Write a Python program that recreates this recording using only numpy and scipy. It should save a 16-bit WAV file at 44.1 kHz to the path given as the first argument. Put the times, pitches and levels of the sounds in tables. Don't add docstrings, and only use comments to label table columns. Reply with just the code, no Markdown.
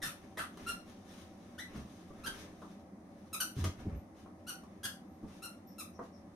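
import sys
import numpy as np
from scipy import signal
from scipy.fft import rfft, irfft, next_fast_len
from scipy.io import wavfile
from scipy.ndimage import map_coordinates

SR = 44100
rng = np.random.default_rng(int(sys.argv[2]) if len(sys.argv) > 2 else 0)


def wrap_up_sound(samples):
    columns = np.atleast_2d(samples).T
    tamed = np.clip(columns, -1, 1)
    steps = np.round(tamed * 32767).astype(np.int16)
    wavfile.write(sys.argv[1], SR, steps)


N = 280035


# (t/s, length/s, pitch at start f/Hz, middle f/Hz, end f/Hz, level/dB,
# brightness/dB per octave, flutter 0-1, pressure rise over the squeeze/dB); pitch before sag and flutter
SQUEAKS = [(0.018, 0.032, 1825, 1800, 1310, -35.5, 0.5, 0.67, -3),
           (0.045, 0.049, 1613, 1340, 1200, -42, 5.5, 0.56, -11),
           (0.372, 0.03, 1875, 1737, 1313, -34.5, -4.5, 0.83, -0.5),
           (0.394, 0.038, 1540, 1320, 1194, -42, -4, 0.72, 5),
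           (0.663, 0.055, 1389, 1407, 1371, -36, 1.5, 0.19, 3.5),
           (1.58, 0.037, 1370, 1912, 1970, -41.5, -1, 0.27, 3),
           (2.235, 0.031, 1268, 1370, 1446, -46, 2.5, 0.3, -4),
           (2.259, 0.022, 1635, 1577, 1405, -35.5, -3.5, 0.5, -1),
           (3.329, 0.022, 1356, 1314, 1200, -35, 7, 0.04, 4),
           (3.402, 0.015, 1503, 1483, 1320, -28, 5.5, 0.15, -2.5),
           (4.466, 0.041, 1354, 1486, 1438, -40.5, 3.5, 0.19, 14),
           (4.831, 0.032, 1480, 1692, 1423, -35, 3, 0.44, 4.5),
           (5.421, 0.043, 1315, 1409, 1340, -42.5, 4.5, 0.13, 1),
           (5.782, 0.033, 1370, 1327, 1160, -42, 7, 0.05, 0)]
# (f/Hz, level/dB)
REED_COLOUR = [(1200, 13.5), (1650, -2.5), (2200, 8), (3000, -4.5), (3700, -3), (4400, -7.5), (5200, -10),
               (6000, -6.5), (7400, -19.5), (8900, -7.5), (10500, -14.5), (12000, -12), (13300, -21),
               (14500, -45)]
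# (f/Hz, level/dB)
AIR_COLOUR = [(200, 3), (600, -6.5), (1000, -4), (1500, 1), (2300, -11), (3200, -2.5), (6200, -9.5),
              (7500, -13.5), (9000, -3), (12500, -9), (13600, -18), (15000, -40)]
# (t/s, length/s, f/Hz, width f/Hz, level/dB)
WHISTLES = [(3.95, 0.047, 11930, 150, -74), (5.08, 0.097, 11800, 148, -80),
            (5.667, 0.028, 11970, 180, -65.5), (5.671, 0.073, 5470, 500, -68.5),
            (5.935, 0.045, 5700, 700, -69.5), (6.124, 0.062, 5450, 600, -70.5)]

# (f/Hz, level/dB)
FABRIC_COLOUR = [(300, 8), (700, -5), (1300, -7), (2000, -5), (3000, -14.5), (6000, -54)]
# (f/Hz, level/dB)
FUR_COLOUR = [(1200, 6), (2400, 3), (3300, 4.5), (4500, 0), (6300, 2.5), (7500, -7.5), (9200, -3),
              (12500, -8.5), (14000, -14), (15700, -19)]
# (t/s, effort level/dB)
EFFORT = [(0, -4), (0.8, -0.5), (2.7, -0.5), (2.95, -12.5), (3.2, -4.5), (4.1, -9), (6.35, -8.5)]
# (t/s, length/s, fabric level/dB, fur over fabric level/dB)
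STROKES = [(0.202, 0.067, -57, -7), (0.566, 0.22, -51.5, -8.5), (0.84, 0.1, -73.5, 9.5),
           (1.06, 0.18, -68, 8.5), (1.668, 0.12, -50.5, -14), (1.86, 0.17, -70.5, 5),
           (2.132, 0.43, -54.5, -11), (2.326, 0.13, -58, 4.5), (2.58, 0.17, -70.5, 4),
           (3.553, 0.088, -59.5, 9), (3.762, 0.1, -54, -9.5), (3.869, 0.11, -55.5, -19),
           (4.141, 0.11, -61, -3), (4.67, 0.12, -68, -8), (5.072, 0.11, -83, 4), (5.261, 0.18, -67, 2.5),
           (6.012, 0.063, -71, 3.5)]
BUSTLE_FABRIC_DB, BUSTLE_FUR_DB = -67, -68
FUR_GROWS = 1.14
STROKE_PEAK, STROKE_FULLNESS = 0.43, 0.6

# (t/s, floor thud level/dB, hollow bump level/dB, knock level/dB, scuff level/dB, time to fade 60 dB t/s)
KNOCKS = [(0.374, -63, -44, -32, -59, 0.032), (0.572, -55, -51, -39.5, -43, 0.025),
          (1.749, -39, -39.5, -52, -51.5, 0.31), (2.104, -58, -34, -45, -72, 0.041),
          (2.617, -56, -56, -38.5, -58, 0.057), (2.839, -61, -57, -56, -69, 0.019),
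          (3.64, -46, -27, -34.5, -30, 0.062), (3.854, -32.5, -32.5, -63, -63, 0.082),
          (3.901, -45, -52, -49, -60, 0.031), (3.924, -32.5, -42.5, -48, -70, 0.067),
          (4.259, -48, -51, -42.5, -70, 0.035), (4.634, -53, -59, -47.5, -57, 0.05),
          (5.228, -45, -34, -62, -66, 0.11), (5.991, -58, -39, -28.5, -63, 0.042)]
# (f/Hz, level/dB)
THUD_COLOUR = [(25, -15), (45, -17), (80, 0.5), (150, 1), (260, -9.5), (500, -28), (2000, -64)]
# (f/Hz, level/dB)
HOLLOW_COLOUR = [(80, -15), (180, -4.5), (250, 1.5), (400, -14.5), (520, -18), (1000, -31), (3000, -64)]
# (f/Hz, level/dB)
KNOCK_COLOUR = [(150, -4.5), (390, 7.5), (500, 2), (650, 2.5), (900, -3.5), (1150, 8.5), (1500, -8),
                (2000, -20.5), (3000, -54), (8000, -51)]
# (t/s, length/s, slips a second at start f/Hz, middle f/Hz, end f/Hz, level/dB)
JUDDERS = [(3.567, 0.08, 155, 93, 97, -33), (3.63, 0.067, 86, 88, 89, -37.5),
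           (3.775, 0.087, 170, 81, 29, -54), (3.864, 0.034, 126, 106, 95, -37),
           (3.909, 0.086, 102, 58, 90, -41.5)]

# (f/Hz, level/dB)
ROOM_TONE_COLOUR = [(15, -59), (25, -38), (91, -4), (144, -17), (182, 2), (319, -5.5), (474, -19),
                    (507, -10), (559, -14), (608, -11.5), (779, -16), (832, -18), (1300, -22.5),
                    (1690, -76), (2860, -120)]
# (f/Hz, level/dB)
ROOM_HISS_COLOUR = [(700, -20), (1200, 2.5), (2000, 6), (3000, -11.5), (6000, -6.5), (7500, -13.5),
                    (9500, -7), (15500, -22.5)]
# (f/Hz, width f/Hz, level/dB)
HUM = [(88.8, 17.6, -67.5), (206, 97, -68.5), (313.7, 12, -67.5), (571.7, 9.9, -71.5), (770.3, 26, -71.5)]

# (f/Hz, likeness from -1 to 1)
ALIKE = [(60, 0.76), (150, 0.99), (280, 0.97), (500, 0.71), (1000, 0.24), (3000, -0.21), (12000, -0.14)]
# (f/Hz, t/s)
ECHO = [(150, 0.22), (1000, 0.28), (3000, 0.28), (7000, 0.26), (14000, 0.25)]
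# (f/Hz, left minus right level/dB)
BALANCE = [(700, 0), (1400, .3), (2800, 3), (4400, 3), (6000, 5.5), (7300, -2), (9000, -3), (11500, 2),
           (15000, 1)]
TOP_HZ = 15750


def squeaks():
    out = np.zeros((2, N))
    k = np.arange(1, 13)[:, None]
    for s, length, start_hz, middle_hz, end_hz, db, bright_db, flutter, rise_db in SQUEAKS:
        swell, pitch = gesture(length, start_hz, middle_hz, end_hz, fullness=0.4)
        n = len(pitch)
        progress = np.minimum(np.arange(n) / SR / length, 1)
        pressure = swell * amp(rise_db * (progress - .5))

        slack = 1 - swell
        shake = flutter * (0.098 * wobble(1122, n) + 0.0518 * wobble(199.6, n))
        pitch = pitch * np.exp(shake - 0.073 * slack)
        phase = 2 * np.pi * np.cumsum(pitch) / SR

        tilt_db = (bright_db - 3.2 * slack) * np.log2(k)
        sizes = amp(along(REED_COLOUR, k * pitch) + tilt_db) * (k * pitch < TOP_HZ)
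        sizes = sizes / np.sqrt(np.sum(sizes ** 2, axis=0) / 2)
        waves = np.sin(k * phase + rng.uniform(0, 2 * np.pi, k.shape))
        reed = np.sum(sizes * waves, axis=0)

        rasp = unit(amp(6 * flutter * wobble(450, n)))
        air = (.12 + .7 * flutter) * swell * noise(AIR_COLOUR, n)
        add(out, s, room(amp(db) * pressure * rasp * (reed + air), wet_db=5.0))
    return out


def whistles():
    out = np.zeros(N)
    for s, length, hz, width_hz, db in WHISTLES:
        suction = gesture(length, hz, hz, hz, fullness=0.25)[0]
        add(out, s, amp(db) * suction * narrow(hz, width_hz, len(suction)))
    return room(out, wet_db=2)[:, :N]


def rubbing():
    t = np.arange(N) / SR
    effort_db = np.interp(t, *np.transpose(EFFORT))
    fabric_power = amp(BUSTLE_FABRIC_DB + effort_db) ** 2
    fur_power = amp(BUSTLE_FUR_DB + FUR_GROWS * effort_db) ** 2
    for s, length, db, fur_db in STROKES:
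        ramp = np.interp((t - s) / length, [0, STROKE_PEAK, 1], [0, 1, 0])
        speed = np.sin(np.pi / 2 * ramp) ** STROKE_FULLNESS
        fabric_power = fabric_power + (amp(db) * speed) ** 2
        fur_power = fur_power + (amp(db + fur_db) * speed) ** 2

    catching_db = 1.95 * wobble(35, N) + 3 * wobble(600, N)
    fabric = np.sqrt(fabric_power) * unit(amp(catching_db) * noise(FABRIC_COLOUR, N))
    fur = np.sqrt(fur_power) * unit(amp(catching_db) * noise(FUR_COLOUR, N))
    return room(fabric + fur, wet_db=5.5)[:, :N]


def knocks():
    out = np.zeros((2, N))
    t = np.arange(SR // 3) / SR
    for s, thud_db, hollow_db, knock_db, scuff_db, t60 in KNOCKS:
        thud = amp(thud_db) * noise(THUD_COLOUR, len(t))
        bump = amp(hollow_db) * noise(HOLLOW_COLOUR, len(t))
        knock = amp(knock_db) * noise(KNOCK_COLOUR, len(t))
        scuff = amp(scuff_db) * noise(FUR_COLOUR, len(t))
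        onset = 1 - np.exp(-t / (0.034 * t60))
        fade = amp(-60 * t / t60)
        add(out, s, room(onset * fade * (thud + bump + knock + scuff), wet_db=4))
    return out


def judders():
    out = np.zeros(N)
    for s, length, start_hz, middle_hz, end_hz, db in JUDDERS:
        weight, rate = gesture(length, start_hz, middle_hz, end_hz, fullness=0.25)
        uneven_rate = rate * np.exp(0.12 * wobble(174, len(rate)))
        phase = 2 * np.pi * np.cumsum(uneven_rate) / SR
        tone = unit(np.sin(phase) + 0.2 * np.sin(2 * phase))
        drum = tone + 0.51 * noise(THUD_COLOUR, len(rate))
        add(out, s, amp(db) * weight * drum)
    return room(out, wet_db=-6.5)[:, :N]


def background():
    hum = sum(amp(db) * narrow(hz, width_hz, N) for hz, width_hz, db in HUM)
    tone = amp(-54.5) * spread(noise(ROOM_TONE_COLOUR, (2, N)))
    hiss = amp(-73) * spread(noise(ROOM_HISS_COLOUR, (2, N)))
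    return tone + hiss + hum


def room(x, wet_db):
    hz, t, grains = signal.stft(rng.standard_normal((2, SR // 2)), SR, nperseg=256)
    build_up = 1 - np.exp(-t / 0.0011)
    fade = amp(-60 * t / along(ECHO, hz)[:, None])
    tail = spread(signal.istft(grains * build_up * fade, SR, nperseg=256)[1])
    response = amp(wet_db) * tail / np.linalg.norm(tail[0])
    response[:, 0] += 1
    return signal.fftconvolve(x[None], response, axes=1) / np.hypot(1, amp(wet_db))


def gesture(length, start, middle, end, fullness):
    u = np.minimum(np.arange(SR // 8) / SR / length, 1)
    pitch = np.polyval(np.polyfit([0, .5, 1], [start, middle, end], 2), u)
    swell = (4 * u * (1 - u)) ** fullness * (u < 1)
    return swell, pitch


def spread(pair):
    def mix(hz):
        angle = np.arccos(np.clip(along(ALIKE, hz), -1, 1)) / 2
        return np.array([np.cos(angle), np.sin(angle)])
    mid, side = filtered(pair, mix)
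    return np.array([mid + side, mid - side])


def noise(colour, shape):
    return unit(filtered(rng.standard_normal(shape), lambda hz: amp(along(colour, hz))))


def narrow(centre_hz, width_hz, n):
    return unit(filtered(rng.standard_normal(n), lambda hz: 1 / (1 + (2 * (hz - centre_hz) / width_hz) ** 2)))


def wobble(rate, n):
    points = rng.standard_normal(n // 8 + 4)
    return map_coordinates(points, [np.arange(n) * rate / SR], order=2, mode="wrap")


def filtered(x, response):
    n = x.shape[-1]
    m = next_fast_len(n + 4096)
    return irfft(rfft(x, m) * response(np.fft.rfftfreq(m, 1 / SR)), m)[..., :n]


def along(points, hz):
    f, v = np.transpose(points)
    return np.interp(np.log(hz + 1), np.log(f + 1), v)


def amp(db):
    return 10 ** (np.asarray(db) / 20)


def unit(x):
    return x / np.sqrt(np.mean(x ** 2) + 1e-20)


def add(track, s, sound):
    part = track[..., max(0, round(s * SR)):][..., :sound.shape[-1]]
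    part += sound[..., :part.shape[-1]]


def scene():
    return squeaks() + whistles() + rubbing() + knocks() + judders() + background()


def record(dry):
    half = np.array([[.5], [-.5]])
    coloured = filtered(dry, lambda hz: amp(half * along(BALANCE, hz)))
    return filtered(coloured, lambda hz: hz < TOP_HZ)


dry = scene()
out = record(dry)
wrap_up_sound(out)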